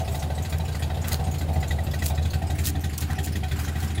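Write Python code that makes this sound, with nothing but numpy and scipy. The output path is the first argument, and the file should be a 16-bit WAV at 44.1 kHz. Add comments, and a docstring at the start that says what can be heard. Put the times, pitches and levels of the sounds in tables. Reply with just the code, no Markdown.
"""An old car idles slowly and lumpily, its exhaust beating in rounds of four unequal chuffs.
Each chuff thumps the silencer, rings the tailpipe, chirps, rasps and hisses, with weaker puffs between.
Almost at once, shoes start to crunch the gravel; from about one second they also scuff and snap stones.
Near two seconds the engine slows a little. From 2.3 to 2.7 seconds the walker comes round behind the
car, where the exhaust changes tone and its hoarse burr fades. The idling and steps go on to the end."""
import sys
import numpy as np
from scipy import signal
from scipy.fft import rfft, irfft
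from scipy.io import wavfile
from scipy.ndimage import uniform_filter1d

SR = 44100
rng = np.random.default_rng(int(sys.argv[2]) if len(sys.argv) > 2 else 0)


def store_wav(level_fs):
    """Save 16-bit WAV to argv[1]."""
    pcm = np.round(np.clip(np.atleast_2d(level_fs), -1, 1) * 32767)
    wavfile.write(sys.argv[1], SR, pcm.T.astype(np.int16))


N = 176400  # four seconds
TIME = np.arange(N) / SR
WALK_ROUND_S = (2.32, 2.7)  # the walker comes round to the tailpipe

# Exhaust chuffs. Each row: start in seconds, then relative dB of thump, pipe ring, chirp, rasp and hiss.
CHUFF_BEATS = [(-0.006, -3.0, 5.5, -21, -4.5, -0.5), (0.0752, 0, 3.5, -18, 2, -2.5),
               (0.1427, -4.5, 4, 4.5, -1.5, 1), (0.2211, -0.5, 0.5, 2.5, 0.5, 1),
               (0.299, -1, 4.5, -10, -2.5, -6), (0.3764, -2.5, 3.5, -3.0, -2.5, -4.5),
               (0.4468, -7, -4, 3.5, 1, -1), (0.5224, 0.5, -3.5, -1, 6.5, -1),
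               (0.596, -1.5, 5, -16, -1.5, -6), (0.6779, -1.5, -3, -14, 0.5, -1.5),
               (0.7444, -4, -3.5, 3.0, -9, 1.5), (0.8198, 0.5, -1, -6.0, 4.5, 2),
               (0.897, -1.5, 4.5, -5, 0.5, -13.5), (0.9682, -0.5, 0.0, -16, -4.0, -8.5),
               (1.0404, -3, -5, 6, 2, -2), (1.1131, 1.0, 3, 7.5, -3.5, 10.5),
               (1.193, 1.0, 7, -11, -2.5, -8), (1.265, 1.5, 4, -22, -4, -5),
               (1.3355, -2.5, -3, -15, -23, 1), (1.4074, 1, -2.5, 2, -0.5, -2.5),
               (1.482, 1.5, 8, -5, -6.5, -9), (1.5566, 2, 5, 2.5, -5, -8.0), (1.6252, -1.5, 2, 6, 5.5, -3),
               (1.705, 2.5, 0.5, 13, 5.5, 1), (1.784, -1, 3, 8, -6, -9),
               (1.8644, 1.5, -4.5, -13.5, 0.5, -9), (1.9341, -0.5, -2.5, 6, 0.5, 0.5),
               (2.0185, 2, -2.0, 10.5, 2.5, 2), (2.0978, 0.0, 5.5, -13, 2.0, -19),
               (2.1746, 1, -4.5, 3.5, 1, -11), (2.2488, -1.5, -6.5, -33, 0.5, -1.5),
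               (2.3312, 1.0, -4, -4, 3.5, 2), (2.416, 0.5, 5.5, -4, -4.5, -6.5),
               (2.4967, 1, 4.5, -8, 0.5, 1), (2.5802, 1, -8.5, -2, 0, 5.5), (2.668, 0, -19, -2, 7, 4.5),
               (2.7503, -0.5, 1, 0, 2, -7), (2.8357, -0.5, -2, 0.5, 3.5, 2.5),
               (2.9266, -3.0, -9, -13.5, -13, 0), (3.0156, 0, -6, -1, -11, 6),
               (3.0993, -0.5, 2.5, 3, 1, -3), (3.1808, -0.5, 4, 7.5, 5, 3),
               (3.2664, -1, -4, -23, -0.5, 1.5), (3.3514, -0.5, -22, 2.5, 6.5, 2),
               (3.4308, -2, 4, -4, 7.5, -2.5), (3.5096, -0.5, -11, 5.5, 5, 3.5),
               (3.5859, -3.5, -4, -22, -0.5, 4), (3.6753, -0.5, -5, -12, 3, 1.0),
               (3.7517, -1.5, -1.5, -3, 2.5, -3.5), (3.8242, 0, -3, -9, 2, -0.5),
               (3.8994, -3.5, -4, -16, 0, -3), (3.9743, 1, -11, 0, 6.5, -6)]
# Weaker firings between chuffs. Each row: place in the gap from 0 to 1, dB relative to the chuff.
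WEAK_FIRINGS = [(0.252, -2), (0.491, -4), (0.763, -7)]
# Deep booms of the silencer. Each row: pitch in Hz, level in dB, length in seconds.
BOOM_TONES = [(79.6, -20.5, 0.074), (141.9, -28.5, 0.056), (205, -38.5, 0.049)]
# Ringing notes of the silencer and the pipe.
# Each row: pitch in Hz, level in dB, seconds to fade by 60 dB, change behind the car in dB.
SILENCER_NOTES = [(123, -42.5, 0.2, -64), (203, -34, 0.065, 1), (247.4, -50.5, 0.12, 2.5),
                  (290.5, -47.5, 0.22, 7.5), (386.3, -41, 0.097, 1.5), (461, -40.5, 0.069, -11),
                  (573, -35, 0.034, -13)]
PIPE_NOTES = [(665.4, -39, 0.18, -6.5), (748.7, -32.5, 0.092, 0), (798, -41, 0.086, 4.5),
              (870, -40, 0.11, -9)]
# High pipe resonances. Each row: pitch in Hz, width in Hz, level in dB, change behind the car in dB.
RASP_BANDS = [(1310, 640, -10, -7), (1546, 34, -7.5, -3), (1891, 75, -5.5, 5), (2535, 185, -6, -3),
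              (3330, 230, -5, 0.5), (3864, 137, -5.5, -6.5), (4580, 700, -11.5, -9)]
# The second hiss of each chuff. One relative level in dB for each of the four chuffs in a round.
SECOND_HISS_DB = [-1, 0.5, 1.5, -10.5]
# The tone of each noise. Each row: frequency in Hz, relative level there in dB.
FLUTTER_SPECTRUM = [(30, -34), (60, -11), (120, 11.5), (220, -5), (330, -10), (480, -20), (800, -6.5),
                    (1100, -53), (3000, -45)]  # gas pushed out of the silencer
BURR_SPECTRUM = [(200, -27), (420, -1), (560, 1.5), (900, -6), (1100, -9.5), (2500, -26)]  # hoarse gas under the side of the car
HISS_SPECTRUM = [(300, -5), (1000, -1.5), (2000, 3.5), (3300, -1), (4400, 2.5), (5700, -3.5), (6900, 3.5),
                 (8200, -4), (12000, -5.5), (16000, -8)]  # gas leaving the pipe
RUMBLE_SPECTRUM = [(25, -33), (45, -12), (80, 8.5), (150, 0.5), (300, -10), (600, -34), (2000, -45)]  # the engine's steady rumble
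AIR_SPECTRUM = [(200, 17), (700, 6), (1200, 3.5), (3000, 2), (5500, -7), (7000, -11.5), (9000, -6.5),
                (14000, -18.5), (16000, -20)]  # the open air
GRAVEL_SPECTRUM = [(300, 8), (1300, -16), (2500, 2.5), (4500, 5.5), (5700, 7.5), (7500, 10), (10000, 7.5),
                   (14000, 7.5), (16000, 11.5)]  # grinding stones
SCUFF_SPECTRUM = [(300, -12), (800, -4), (1500, 4.5), (2300, -6), (4000, -10), (9000, -16)]  # dragging soles
# Shoes crunching and dragging. Each row: middle in seconds, half length in seconds, level in dB.
SHOE_CRUNCHES = [(0.144, 0.048, -44), (0.586, 0.0028, -37), (1.08, 0.0043, -33), (1.089, 0.0086, -32),
                 (1.117, 0.0096, -38), (1.133, 0.0025, -24.5), (1.148, 0.013, -37.5), (2.066, 0.0035, -40),
                 (2.07, 0.025, -30), (2.615, 0.027, -42), (2.645, 0.0045, -35), (2.66, 0.0085, -24.5),
                 (2.67, 0.0046, -25.5), (2.681, 0.0021, -26), (2.691, 0.0096, -27), (2.9802, 0.002, -24.5),
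                 (2.986, 0.003, -26.5), (3.014, 0.0075, -33.5), (3.251, 0.012, -32.5), (3.6, 0.004, -38),
                 (3.626, 0.03, -42), (3.827, 0.029, -40)]
SHOE_DRAGS = [(1.108, 0.082, -42), (2.646, 0.025, -47), (3.117, 0.036, -40), (3.616, 0.081, -43.5),
              (3.822, 0.12, -44)]
# Single stones snapping. Each row: start in seconds, level in dB, pitch in Hz.
STONE_SNAPS = [(1.144, -15.5, 4200), (2.063, -19, 4400), (2.065, -11, 9800), (2.070, -20, 10500),
               (2.077, -26, 9500), (2.6559, -17, 3760), (2.671, -19, 4090), (2.796, -26, 8300),
               (3.133, -26, 1560), (3.649, -26.5, 1590)]


def amp(db):
    """Turns decibels into a number to multiply by."""
    return 10 ** (np.asarray(db) / 20)


def unit(x):
    """Scales a signal to an average (rms) level of 1."""
    return x / np.sqrt(np.mean(x ** 2) + 1e-20)


def noise():
    """White noise as long as the scene."""
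    return rng.standard_normal(N)


def colour(x, spectrum):
    """Shapes the lows and highs of a sound, and sets its level to 1."""
    hz, db = np.transpose(spectrum)
    curve_db = np.interp(np.log(np.fft.rfftfreq(N, 1 / SR) + 1), np.log(hz), db)
    return unit(irfft(rfft(x) * amp(curve_db), N))


def drift(rate_hz):
    """A smooth random wobble at level 1."""
    return unit(irfft(rfft(noise()) * np.exp(-(np.fft.rfftfreq(N, 1 / SR) / rate_hz) ** 2), N))


def resonate(x, hz, width_hz):
    """Keeps the band round a steady or moving pitch, at level 1."""
    spin = np.exp(2j * np.pi * np.cumsum(hz * np.ones(N)) / SR)
    pole = np.exp(-np.pi * 1.5 * width_hz / SR)
    # shift the band down to 0 Hz, smooth it, shift it back
    smooth = signal.lfilter([(1 - pole) ** 2], [1, -2 * pole, pole * pole], x / spin + 1e-18)
    return unit((spin * smooth).real)


def add(mix, start_s, sound):
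    """Mixes a sound in, cutting off whatever does not fit."""
    at = round(start_s * SR)
    sound = sound[max(-at, 0):]
    part = mix[max(at, 0):][:len(sound)]
    part += sound[:len(part)]


def swell(t, rise_s, decay_s):
    """The loudness of one puff: it swells quickly and dies away."""
    return (1 - np.exp(-(t / rise_s) ** 2)) * np.exp(-t / decay_s)


def puffs(times, dbs, rise_s, decay_s):
    """The loudness of a whole series of puffs."""
    shape = swell(np.arange(SR // 5) / SR, rise_s, decay_s)
    power = np.zeros(N)
    for start, db in zip(times, dbs):
        add(power, start, (amp(db) * shape) ** 2)
    return np.sqrt(power)


def behind(times):
    """Where the walker is: 0 beside the car, 1 behind it."""
    return np.interp(times, WALK_ROUND_S, (0, 1))


def firings(times, gaps, dbs, weak_shift_db, jitter_s=0.00062, scatter_db=1.5):
    """Times and levels of every chuff and of the weaker, uneven firings after it."""
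    place, drop_db = np.transpose(WEAK_FIRINGS)
    weak_times = (times[:, None] + gaps[:, None] * place).ravel()
    weak_dbs = (dbs[:, None] + drop_db + weak_shift_db).ravel()
    later, louder = rng.standard_normal((len(weak_times), 2)).T
    return np.append(times, weak_times + jitter_s * later), np.append(dbs, weak_dbs + scatter_db * louder)


def ring(times, dbs, notes, rise_s, wander, wander_hz, scatter_db):
    """Pressure kicks ring notes. Gas flow bends their pitch; their balance shifts behind the car."""
    t, out = np.arange(SR // 4) / SR, np.zeros(N)
    for hz, db, fade_s, behind_db in notes:
        kicks = np.zeros(N)
        for start, kick_db in zip(times, dbs + scatter_db * rng.standard_normal(len(times))):
            add(kicks, max(start, 0), amp([kick_db]))
        spin = np.exp(2j * np.pi * np.cumsum(hz * (1 + wander * drift(wander_hz))) / SR)
        shape = swell(t, rise_s, fade_s / np.log(1000))
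        note = (spin * signal.oaconvolve(kicks / spin, shape)[:N]).imag  # each kick starts a fading tone
        out += amp(db + behind_db * behind(TIME)) * note
    return out


def silencer(times, gaps, thump_db):
    """Each chuff booms; every firing knocks the silencer and pushes out a flutter of gas."""
    t, boom = np.arange(SR // 6) / SR, np.zeros(N)
    thump = -sum(amp(db) * np.exp(-(t / length) ** 3) * np.sin(2 * np.pi * hz * t)
                 for hz, db, length in BOOM_TONES)
    thump *= 1 - np.exp(-t / 0.0095)  # soften the start
    for start, db in zip(times, thump_db):
        add(boom, start - 0.004, amp(db) * thump)
    at, dbs = firings(times, gaps, thump_db + 2, weak_shift_db=0)
    flutter = amp(-34.5) * colour(noise(), FLUTTER_SPECTRUM)
    flutter *= puffs(at - 0.002, dbs, rise_s=0.0017, decay_s=0.025)
    knocks = ring(at, dbs, SILENCER_NOTES, rise_s=0.0016, wander=0.027, wander_hz=4.4, scatter_db=3.5)
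    return boom + knocks + flutter


def tailpipe(times, gaps, ring_db):
    """The firings ring the pipe with a hollow burble, over a hoarse burr that fades behind the car."""
    at, dbs = firings(times, gaps, ring_db, weak_shift_db=-1 - 3.1 * behind(times)[:, None])
    burr = amp(-41.5 - 23 * behind(TIME)) * colour(noise(), BURR_SPECTRUM)
    burr *= puffs(at - 0.002, 0.31 * dbs, rise_s=0.0017, decay_s=0.021)
    burble = ring(at - 0.003, dbs, PIPE_NOTES, rise_s=0.0034, wander=0.01, wander_hz=6.9, scatter_db=2.57)
    return burr + burble


def latest_chuff(times):
    """For every sample, the number of the chuff that began last."""
    return np.maximum(np.searchsorted(times, TIME) - 1, 0)


def chirp(times, gaps, chirp_db, fall_hz_per_s=8400):
    """Each chuff opens with a short falling chirp, lower as the engine slows."""
    chuff = latest_chuff(times)
    speed = gaps.mean() / uniform_filter1d(gaps, size=4)  # 1 is the average engine speed
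    start_hz = 2014 * speed[chuff] ** 0.61
    hz = start_hz - fall_hz_per_s * np.minimum(TIME - times[chuff], 0.016)
    tone = np.sin(2 * np.pi * np.cumsum(hz) / SR)
    breath = amp(-9) * resonate(noise(), hz, width_hz=150)
    return amp(-21) * (tone + breath) * puffs(times, chirp_db, rise_s=0.0081, decay_s=0.0044)


def rasp(times, rasp_db, scatter_db=1.5, detune=0.04):
    """Each chuff rasps in the pipe's high resonances, with a tone and pitch of its own."""
    out, chuff = np.zeros(N), latest_chuff(times)
    for hz, width, db, behind_db in RASP_BANDS:
        louder, higher = rng.standard_normal((len(times), 2)).T
        dbs = rasp_db + behind_db * behind(times) + scatter_db * louder
        bursts = noise() * puffs(times, dbs, rise_s=0.0021, decay_s=0.016)
        shift_hz = np.clip(hz * detune * higher, -width / 2, width / 2)
        out += amp(db) * resonate(bursts, hz + shift_hz[chuff], width)
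    return amp(-48.5) * out


def gas_bursts(times, dbs, rise_s, decay_s, ripple_db, size=4096):
    """Bursts of hiss, each with random resonances of its own."""
    t, out = np.arange(size) / SR, np.zeros(N)
    hz, db = np.transpose(HISS_SPECTRUM)
    curve_db = np.interp(np.log(np.fft.rfftfreq(size, 1 / SR) + 1), np.log(hz), db)
    for start, burst_db in zip(times, dbs):
        ripple = unit(uniform_filter1d(rng.standard_normal(len(curve_db)), size=90))
        burst = unit(irfft(rfft(rng.standard_normal(size)) * amp(curve_db + ripple_db * ripple)))
        add(out, start, amp(burst_db) * burst * swell(t, rise_s, decay_s))
    return out


def hiss(times, gaps, hiss_db):
    """Gas hisses out with each chuff, and once more before the next."""
    first = gas_bursts(times, hiss_db, rise_s=0.0067, decay_s=0.021, ripple_db=2.5)
    second_db = np.resize(SECOND_HISS_DB, len(times))
    second = gas_bursts(times + 0.6 * gaps, second_db, rise_s=0.0065, decay_s=0.021, ripple_db=6.5)
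    return amp(-35) * first + amp(-35.5) * second


def background():
    """The steady rumble of the engine and the open air."""
    return amp(-37) * colour(noise(), RUMBLE_SPECTRUM) + amp(-44) * colour(noise(), AIR_SPECTRUM)


def gravel(grains_per_s=5000, scrape=0.43, clump_hz=350, clump_db=3):
    """A shoe grinds many small stones in clumps; now and then a larger one snaps."""
    power = sum(amp(db) ** 2 * np.exp(-((TIME - middle) / half) ** 2)
                for middle, half, db in SHOE_CRUNCHES)
    grains = (rng.random(N) < grains_per_s / SR) * noise()
    grains *= amp(clump_db * drift(clump_hz))
    out = np.sqrt(power) * colour(unit(grains) + scrape * noise(), GRAVEL_SPECTRUM)
    t = np.arange(600) / SR
    for start, db, hz in STONE_SNAPS:
        snap = np.sin(2 * np.pi * hz * t) + 0.5 * rng.standard_normal(len(t))
        add(out, start, amp(db) * np.exp(-t * hz / 2) * snap)  # gone in a few cycles
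    return out


def scuffs():
    """The soles drag over the ground with a dull rub."""
    loudness = sum(amp(db) * np.exp(-((TIME - middle) / half) ** 2) for middle, half, db in SHOE_DRAGS)
    return loudness * colour(noise(), SCUFF_SPECTRUM)


def scene():
    """Mixes the exhaust, the footsteps and the background into one channel."""
    times, thump_db, ring_db, chirp_db, rasp_db, hiss_db = np.transpose(CHUFF_BEATS)
    gaps = np.pad(np.diff(times), (0, 1), "edge")  # seconds to the next chuff
    exhaust = silencer(times, gaps, thump_db) + tailpipe(times, gaps, ring_db)
    exhaust += chirp(times, gaps, chirp_db) + rasp(times, rasp_db) + hiss(times, gaps, hiss_db)
    return (exhaust + gravel() + scuffs() + background())[None]


def record(dry, cutoff_hz=15800):
    """Cuts away the very highest treble."""
    low_pass = signal.firwin(511, cutoff_hz, window=("kaiser", 9), fs=SR)
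    return signal.oaconvolve(dry, low_pass[None], "same")


dry = scene()
out = record(dry)
store_wav(out)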